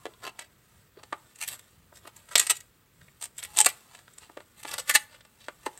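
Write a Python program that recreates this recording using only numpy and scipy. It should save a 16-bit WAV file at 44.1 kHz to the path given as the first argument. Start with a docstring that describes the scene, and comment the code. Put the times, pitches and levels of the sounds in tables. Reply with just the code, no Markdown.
"""On a concrete terrace, close by, a dog scuffs a paw, then gnaws a big raw bone.
Rasps are dense trains of tiny slips, cracks are short snaps, and knocks are dull, briefly ringing blows.
These sounds and a faint grinding ring on, come directly and off the floor, and leave a faint tail.
A dragged tooth squeaks, two low thumps sound under loud cracks, and a far-off whine sinks away at the start.
Shaped noise makes the rumble and hiss of the outdoor background."""
import sys
import numpy as np
from scipy import signal
from scipy.fft import rfft, irfft
from scipy.io import wavfile
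from scipy.ndimage import uniform_filter1d, minimum_filter1d, map_coordinates

SR = 44100
rng = np.random.default_rng(int(sys.argv[2]) if len(sys.argv) > 2 else 0)


def dump(signal):
    """Clip the signal to [-1, 1] and save it as 16-bit WAV at the path in sys.argv[1]."""
    limited = np.clip(np.atleast_2d(signal).T, -1, 1)
    pcm = np.round(limited * 32767).astype(np.int16)
    wavfile.write(sys.argv[1], SR, pcm)


N = 255339  # length [samples]
TIME = np.arange(N) / SR  # [s]
TAPS = 2048  # length of each impulse response [samples]
BLOW_S = .006  # a crack or knock has the energy of its level held for this long [s]
SLIPS_PER_S = 2400

# scrapes that swell and let go: a paw scuffing the concrete in the first two rows, then bites:
# (time of greatest pressure [s], rise [s], release [s], level [dB], extra body below 1 kHz [dB],
# extra zing near 8 kHz [dB], extra air above 11 kHz [dB], pitch of the scraped spot [Hz])
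SCRAPES = [(0.241, 0.027, 0.046, -41.5, 13, -3, -3, 1340), (.268, 0.037, 0.039, -37.5, 12, -8, -7, 3060),
           (0.395, 0.02, 0.089, -48, 10.5, -4.5, -4, 2100), (0.987, 0.028, .05, -55.5, 18.5, -12, -13, 540),
           (1.433, .05, .018, -33, -2.5, 3, 3.5, 2480), (1.483, 0.045, .022, -41, -8, -5, 8, 8000),
           (1.522, 0.074, 0.065, -42, 1.5, -1, 6, 8000), (1.97, 0.055, .04, -53.5, 8.5, 2.5, 5, 7140),
           (2.068, 0.065, 0.045, -54, 13.5, -3.5, 1.5, 1510), (2.171, 0.03, .06, -56.5, 10, -2, 6, 7500),
           (2.324, 0.042, 0.035, -43.5, 8.5, 2, -3, 1340), (2.384, 0.027, 0.098, -31, -2.5, 0.5, 0, 7470),
           (2.505, 0.015, 0.014, -15.5, -0.5, -0.5, -1.5, 8250),
           (2.563, 0.021, 0.014, -40, -31, 4, 4.5, 6770), (3.232, 0.02, 0.048, -46, 3.5, 2.5, 3, 8640),
           (3.387, 0.013, 0.023, -40, 2, 2.5, 5, 7640), (3.434, 0.023, 0.046, -41, -3, -3, 0.5, 8800),
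           (3.601, 0.062, 0.031, -26, 4, -0.5, -1, 8050), (3.661, 0.011, 0.0065, -13, 3.5, -4, -2, 8140),
           (3.686, 0.015, 0.019, -31, -33, -2, 4, 8100), (3.954, 0.15, 0.1, -57.5, 9.5, -6, -5, 7400),
           (4.224, .04, 0.091, -55, 8.5, -2.5, -5, 7800), (4.599, 0.048, 0.035, -53, 3, -4.5, 3, 8040),
           (4.681, .04, 0.042, -41.5, 7, -3, -2, 8500), (4.728, 0.038, 0.08, -41, 9.5, -1.5, 2.5, 5300),
           (4.789, 0.017, 0.032, -34, 4.5, 4, 1.5, 5400), (4.895, 0.023, 0.035, -24.5, -1, 0, 2.5, 2130),
           (4.954, 0.018, 0.013, -12, 0, 3, 2, 1940), (5.14, 0.084, 0.078, -55.5, 5, -8.5, -14, 8400),
           (5.431, 0.058, 0.077, -56, 4, -2, -6, 4400), (5.663, 0.0099, 0.006, -35, 13.5, 3.5, 3, 1850)]


def gain_of(db):
    """Turns decibels into amplitude."""
    return 10 ** (np.asarray(db) / 20)


def evened(x):
    """Scales a signal to an rms (average strength) of one."""
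    return x / np.sqrt(np.mean(x ** 2) + 1e-20)


def read(points, hz):
    """Reads a curve of (Hz, value) points joined on a logarithmic frequency axis."""
    f, value = np.transpose(points)
    return np.interp(np.log(hz + 1), np.log(f + 1), value)


def add(mix, s, sound):
    """Mixes a sound in, starting at time s."""
    part = mix[max(round(s * SR), 0):][:len(sound)]
    part += sound[:len(part)]


def hump(hz, centre_hz, width=.11):
    """The outline of one resonance, of height one; width is its half width as a share of its pitch."""
    return 1 / (1 + ((hz / centre_hz - 1) / width) ** 2)


def wander(rate_hz):
    """A random signal of rms one, with little movement faster than rate_hz."""
    hz = np.fft.rfftfreq(N, 1 / SR)
    spectrum = rfft(rng.standard_normal(N))
    return evened(irfft(spectrum * np.exp(-(hz / rate_hz) ** 2), N))


def response(curve_db):
    """A pulse of energy one that starts at once and whose spectrum has the shape of curve_db(Hz)."""
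    log_gain = np.log(gain_of(curve_db(abs(np.fft.fftfreq(TAPS, 1 / SR)))))
    # the Hilbert transform finds the phase that lets the energy come as early as possible
    spectrum = np.exp(np.conj(signal.hilbert(log_gain)))
    pulse = np.fft.ifft(spectrum).real
    return pulse / np.linalg.norm(pulse)


def splinter(body_db, zing_db, air_db, own_hz, own_db=6):
    """A short snap with the brittle spectrum of breaking bone, tinted, with a brief ring of its own."""
    # breaking bone: (frequency [Hz], relative level [dB per Hz])
    brittle = [(59, -59.5), (100, -43), (497, -10), (668, -13), (727, -7), (843, -10), (1210, -6.5),
               (1960, -4), (2370, -5), (3850, -5), (6260, -10), (8230, -2), (9950, -13.5), (12300, -10),
               (15500, -25.5)]
    tint = [(900, body_db), (1900, 0), (5000, 0.014), (7200, zing_db), (9000, zing_db), (11000, air_db)]
    return response(lambda hz: read(brittle, hz) + read(tint, hz) + own_db * hump(hz, own_hz))


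def grains(per_s, spread_db):
    """A train of tiny slips at random moments, of uneven size and either sign, with rms one."""
    chance, size, sign = rng.random((N, 3)).T
    sizes = gain_of(spread_db * np.minimum(-np.log(1 - size), 3))
    happens = chance < per_s / SR
    return evened(sizes * np.sign(sign - .5) * happens)


def dispersed(snap, run_s, chance, uneven_db):
    """Each part of the spectrum leaves the contact at its own moment and with its own strength."""
    spectrum = rfft(snap)
    place = np.linspace(0, 1, len(spectrum))
    moment, strength = (np.interp(place, np.linspace(0, 1, len(c)), c) for c in chance)
    delay_s = .0005 + moment * run_s
    # a delay that depends on frequency is a phase that adds up along the spectrum
    phase = 2 * np.pi * np.cumsum(delay_s) * SR / len(snap)
    uneven = spectrum * gain_of(uneven_db * strength)
    fade = np.minimum(np.linspace(2, 0, len(snap)), 1) ** 2
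    ragged = fade * irfft(uneven * np.exp(-1j * phase))
    return ragged / np.linalg.norm(ragged)


def singing(rows, width_hz):
    """An unsteady tone that flutters in pitch and strength along rows of (s, Hz, dB)."""
    s, hz, db = np.transpose(rows)
    pitch_hz = np.interp(TIME, s, hz) + width_hz * wander(width_hz) / 2
    turns = np.cumsum(pitch_hz) / SR
    level = gain_of(np.interp(TIME, s, db)) * (TIME >= s[0]) * (TIME <= s[-1])
    flutter = 1 + wander(width_hz) / 2
    return np.sqrt(2) * level * flutter * np.sin(2 * np.pi * turns)


def background(level_db=-62):
    """Noise forms a distant rumble that comes and goes, under a thin steady hiss."""
    # outdoor background: (frequency [Hz], relative level [dB per Hz])
    air = [(15, -29), (25, -9.5), (129, -7), (297, -19.5), (482, -20), (631, -27), (826, -29), (1270, -24),
           (9810, -39.5), (15500, -29)]
    hz = np.fft.rfftfreq(N, 1 / SR)
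    spectrum = rfft(rng.standard_normal(N)) * gain_of(read(air, hz))
    rumble = irfft(spectrum * (hz < 200), N)
    hiss = irfft(spectrum * (hz >= 200), N)
    swell_db = 2.5 * wander(rate_hz=6)
    return gain_of(level_db) * evened(rumble * gain_of(swell_db) + hiss)


def whine():
    """A faint far-off whine, a fluttering tone, sinks away."""
    # path of the whine: (time [s], pitch [Hz], level [dB])
    whine_path = [(0, 1115, -64), (.1, 1080, -67), (.2, 1020, -78), (.3, 925, -73), (.42, 800, -73),
                  (.52, 775, -80)]
    return singing(whine_path, width_hz=170)


def scatter(t60, onset_s):
    """Random reflections of energy one, with each band dying at its own speed."""
    hz, t, z = signal.stft(rng.standard_normal(SR), SR, nperseg=256)
    # t60 is the time a band takes to fall by 60 dB
    decay = np.exp(-np.log(1000) * t / read(t60, hz)[:, None])
    tail = signal.istft(z * decay, SR, nperseg=256)[1]
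    tail *= 1 - np.exp(-(np.arange(len(tail)) / SR / onset_s) ** 2)
    return tail / np.linalg.norm(tail)


def terrace(x, near_db=-7, far_db=-22, count=5):
    """Paws, chest and a low wall scatter sound quickly, farther walls linger; the pattern keeps shifting."""
    # tail of the terrace: (frequency [Hz], time to fall by 60 dB [s])
    far_decay = [(200, 0.36), (900, 0.41), (2000, 0.31), (8000, 0.23), (15000, 0.31)]
    near_decay = [(500, 0.07), (3000, 0.064), (8000, 0.055), (15000, 0.012)]
    out = x.copy()
    pose = TIME * 14  # the patterns take turns, 14 a second, blending into each other
    for k in range(count):
        share = np.cos(np.pi / 2 * np.minimum(abs((pose - k) % count - 1), 1))
        near = scatter(near_decay, onset_s=0.00038)
        far = scatter(far_decay, onset_s=0.016)
        out += signal.oaconvolve(x * share, gain_of(near_db) * near + gain_of(far_db) * far)[:N]
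    return out


def floor_echo(x):
    """The concrete mirrors each sound; the echo wins when the head shades the direct path."""
    # path by way of the floor: (time [s], echo delay [ms], echo against direct sound [dB])
    floor_path = [(0, 2.93, -9.5), (1.3, 3.33, 11), (2.4, 3.11, 2), (3.249, 3.24, 5.5), (3.65, 2.9, 14.5),
                  (4.7, 3.45, 5), (5.79, 3.27, -12.5)]
    s, delay_ms, echo_db = np.transpose(floor_path)
    late = np.arange(N) - np.interp(TIME, s, delay_ms) * SR / 1000  # where to read, in samples
    echo = gain_of(np.interp(TIME, s, echo_db))
    mirrored = map_coordinates(x, [late], order=3)
    return (x + echo * mirrored) / np.sqrt(1 + echo ** 2)


def thumps():
    """Two short low thumps under loud cracks: each pulse swings up, then down, and does not ring."""
    # thumps: (time [s], level [dB])
    thump_rows = [(2.354, -60), (4.955, -44)]
    out = np.zeros(N)
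    u = np.arange(SR // 10) / SR / .0025  # time in steps of 2.5 ms
    pulse = 2 * u * (2 - u) * np.exp(-u)
    for s, db in thump_rows:
        add(out, s, gain_of(db) * pulse)
    return out


def squeak():
    """The bone squeaks under a slowly dragged tooth: a fluttering tone."""
    # path of the squeak: (time [s], pitch [Hz], level [dB])
    squeak_path = [(3.38, 850, -72), (3.55, 840, -63), (3.595, 845, -41), (3.61, 840, -30),
                   (3.62, 830, -46), (3.65, 840, -64)]
    return singing(squeak_path, width_hz=40)


def bone(x):
    """Every sound passed in also rings the modes (natural pitches) of the bone, which die away."""
    # ringing of the bone: (frequency [Hz], relative level [dB], time to fall by 60 dB [s])
    bone_modes = [(845, 0, .09), (1990, -5, .07), (2680, -8, .07), (3070, -8, .09), (3450, -8, .07),
                  (3920, -10, .07), (7450, -14, .04), (8300, -14, .025)]
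    t = np.arange(SR // 5) / SR
    ring = np.zeros(len(t))
    for hz, db, t60 in bone_modes:
        decay = np.exp(-np.log(1000) * t / t60)
        ring += 2 * gain_of(db) * decay / decay.sum() * np.cos(2 * np.pi * hz * t)
    return x + signal.oaconvolve(x, ring)[:N]


def grinding(trim_db=-2.5):
    """Teeth at work on meat and gristle make a faint wet crackle of many tiny slips."""
    # soft grinding, before the trim: (time [s], level [dB])
    grind_levels = [(0, -60.5), (.44, -69.5), (.82, -63.5), (.9, -73), (1.05, -63.5), (1.6, -60.5),
                    (1.85, -69), (2.33, -60.5), (2.9, -72), (3.03, -64), (3.33, -68.5), (3.52, -53),
                    (4.05, -62.5), (4.52, -65), (4.85, -53.5), (5.04, -68.5), (5.4, -65), (5.79, -59)]
    slips = grains(SLIPS_PER_S, spread_db=4)
    crackle = slips * gain_of(np.interp(TIME, *np.transpose(grind_levels)) + trim_db)
    return signal.oaconvolve(crackle, splinter(body_db=7, zing_db=2, air_db=4, own_hz=1310, own_db=3.5))[:N]


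def knocks(trim_db=-1):
    """Soft, slightly slipping blows of jaw and bone briefly ring the mouth cavity."""
    # knocks, before the trim: (time [s], level [dB], mouth resonance [Hz], its height [dB],
    # extra treble [dB])
    knock_rows = [(0.055, -31, 473, 16, 14), (0.065, -33.5, 475, 17.5, 12.5), (.137, -54.5, 3180, 8, 24),
                  (0.97, -44.5, 427, 21, 10), (1.1253, -26.5, 1250, 11, 9.5), (1.924, -51, 657, 3, -11),
                  (2.052, -46, 1274, 5, 5.5), (3.013, -54, 1600, 15, 23), (3.081, -54, 2260, 18, 15),
                  (4.077, -50.5, 1410, 18, 24), (4.295, -46.5, 330, 6, -1.5), (4.37, -36, 480, 8, 10.5),
                  (4.402, -46, 1970, 1, 13.5), (4.649, -34, 1007, 0, 12.5), (5.484, -32, 1500, 6.5, 12),
                  (5.664, -28.5, 942, 18.5, 22.5), (5.667, -29, 390, 5, 4)]
    # a blow cushioned by meat: (frequency [Hz], relative level [dB per Hz])
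    dull = [(80, -35.5), (200, -13), (330, -1), (480, -1.5), (1200, -2), (1900, -8), (2600, -18.5),
            (4200, -26.5), (5600, -35.5), (8000, -31.5), (15000, -51.5)]
    out = np.zeros(N)
    run_s = .002  # time over which the slipping spreads the blow
    chances = rng.random(size=(len(knock_rows), 2, 50))
    for (s, db, mouth_hz, height_db, treble_db), chance in zip(knock_rows, chances):
        treble = [(1500, 0), (3500, treble_db)]
        # the soft mouth rings broadly
        blow = response(lambda hz: read(dull, hz) + height_db * hump(hz, mouth_hz, width=.25) + read(treble, hz))
        blow = dispersed(blow, run_s, chance, uneven_db=5)
        add(out, s - run_s / 2, gain_of(db + trim_db) * np.sqrt(BLOW_S * SR) * blow)
    return out


def cracks(trim_db=-1.5):
    """Loud fractures snap at once, faint ones crumble more slowly; the nearest scrape colours each."""
    # splinters snapping off and teeth clicking, before the trim: (time [s], level [dB],
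    # hardness: more zing and less body than the nearest scrape [dB])
    crack_rows = [(.392, -34.5, 7.5), (1.033, -43.5, 8), (1.356, -48, 7.5), (1.385, -49, 5),
                  (1.411, -35, 3), (1.4757, -30.5, 7), (1.484, -30.5, 5), (1.591, -46, 3.5),
                  (2.073, -40.5, 0), (2.164, -46.5, 10), (2.288, -48, 2), (2.355, -10.5, -4.5),
                  (2.3797, -15.5, 5.5), (2.3964, -13, 2.5), (2.412, -29.5, -0.5), (2.468, -25.5, 3),
                  (2.4987, -21.5, -5.5), (2.605, -43, 0.5), (3.212, -40, 1), (3.2232, -32, 1),
                  (3.2382, -31, 5), (3.254, -38, 2), (3.3802, -34, 8), (3.4264, -36.5, -3),
                  (3.4346, -33.5, 13), (3.5694, -21.5, 8), (3.585, -13, 8), (3.6005, -12, 10.5),
                  (3.6102, -14.5, 8), (3.644, -22, 9), (3.651, -31.5, 18), (3.6581, -14.5, 7.5),
                  (3.7, -47.5, -14.5), (3.947, -45.5, 0.5), (3.988, -50.5, 2), (4.134, -54, 12),
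                  (4.181, -41, 5), (4.631, -39.5, 3.5), (4.674, -43, 1.5), (4.691, -43.5, 0.5),
                  (4.7125, -34, 2), (4.737, -29, 4), (4.7814, -29.5, -2.5), (4.791, -38, -6),
                  (4.8953, -17, -0.5), (4.943, -29, 16), (4.9548, -18, -3.5), (5.2075, -51.5, -1.5),
                  (5.251, -52, 0.5), (5.776, -44.5, 10)]
    out = np.zeros(N)
    for (s, db, hard_db), chance in zip(crack_rows, rng.random(size=(len(crack_rows), 2, 26))):
        nearest = min(SCRAPES, key=lambda scrape: abs(scrape[0] - s))
        body_db, zing_db, air_db, spot_hz = nearest[4:]
        snap = splinter(body_db - hard_db, zing_db + hard_db, air_db + .3 * hard_db, spot_hz)
        run_s = np.interp(db, [-45, -20], [.004, .0016])  # how long the fracture takes
        snap = dispersed(snap, run_s, chance, uneven_db=8)
        add(out, s - run_s / 2, gain_of(db + trim_db) * np.sqrt(BLOW_S * SR) * snap)
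    return out


def pressure(t, rise_s, release_s):
    """The swell of a scrape, one at t = 0; it gains and loses 26.5 dB over its rise and release."""
    away = np.maximum(-t / max(rise_s, .003), t / max(release_s, .003))
    return gain_of(-26.5 * abs(away) ** 1.66)  # a power of 1 would change evenly in dB


def rasps(trim_db=-0.5, count=4):
    """A paw, then teeth, drag from spot to spot: dense slips swell and let go, amid sparse crackles."""
    crumbs_db, crumbs_follow = -38.5, .4  # crackles take this share of the scrape's level in dB
    crumbs_before_s, crumbs_after_s = .058, .037
    spot_s = .004  # the scrape meets the next spot, with its own ragged colour, this often
    out = np.zeros(N)
    slips = grains(SLIPS_PER_S, spread_db=9)
    crumbs = grains(per_s=510, spread_db=4)
    for (s, rise_s, release_s, db, *tint), chances in zip(SCRAPES, rng.random(size=(len(SCRAPES), count, 2, 26))):
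        during = abs(TIME - s) < .25
        t = TIME[during] - s
        swell = pressure(t, rise_s, release_s)
        stroke = gain_of(db) * evened(slips[during] * swell) * np.sqrt(np.mean(swell ** 2))
        crumb_swell = pressure(t, crumbs_before_s, crumbs_after_s)
        stroke += gain_of(crumbs_db + crumbs_follow * db) * crumbs[during] * crumb_swell
        snap = splinter(*tint)
        for spot, chance in enumerate(chances):
            ragged = gain_of(trim_db) * dispersed(snap, .0006, chance, uneven_db=12)
            on_spot = t // spot_s % count == spot
            add(out, TIME[during][0], signal.fftconvolve(stroke * on_spot, ragged))
    return out


def scene():
    """The scuffing and gnawing in their place, over the background."""
    contacts = bone(cracks() + rasps() + grinding() + knocks())
    near = floor_echo(contacts) + squeak()
    return (terrace(near) + thumps() + whine() + background())[None]


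def record(dry):
    """A fast limiter holds the loudest peaks; then the lowest and highest frequencies are cut."""
    allowed = np.minimum(.78 / (abs(dry) + 1e-9), 1)
    held = dry * uniform_filter1d(minimum_filter1d(allowed, size=31), size=31)
    held = signal.sosfilt(signal.butter(2, 48, "highpass", fs=SR, output="sos"), held)
    top_cut = signal.firwin(401, 15950, window=("kaiser", 8), fs=SR)
    return signal.oaconvolve(held, top_cut[None], "same")


dry = scene()
out = record(dry)
dump(out)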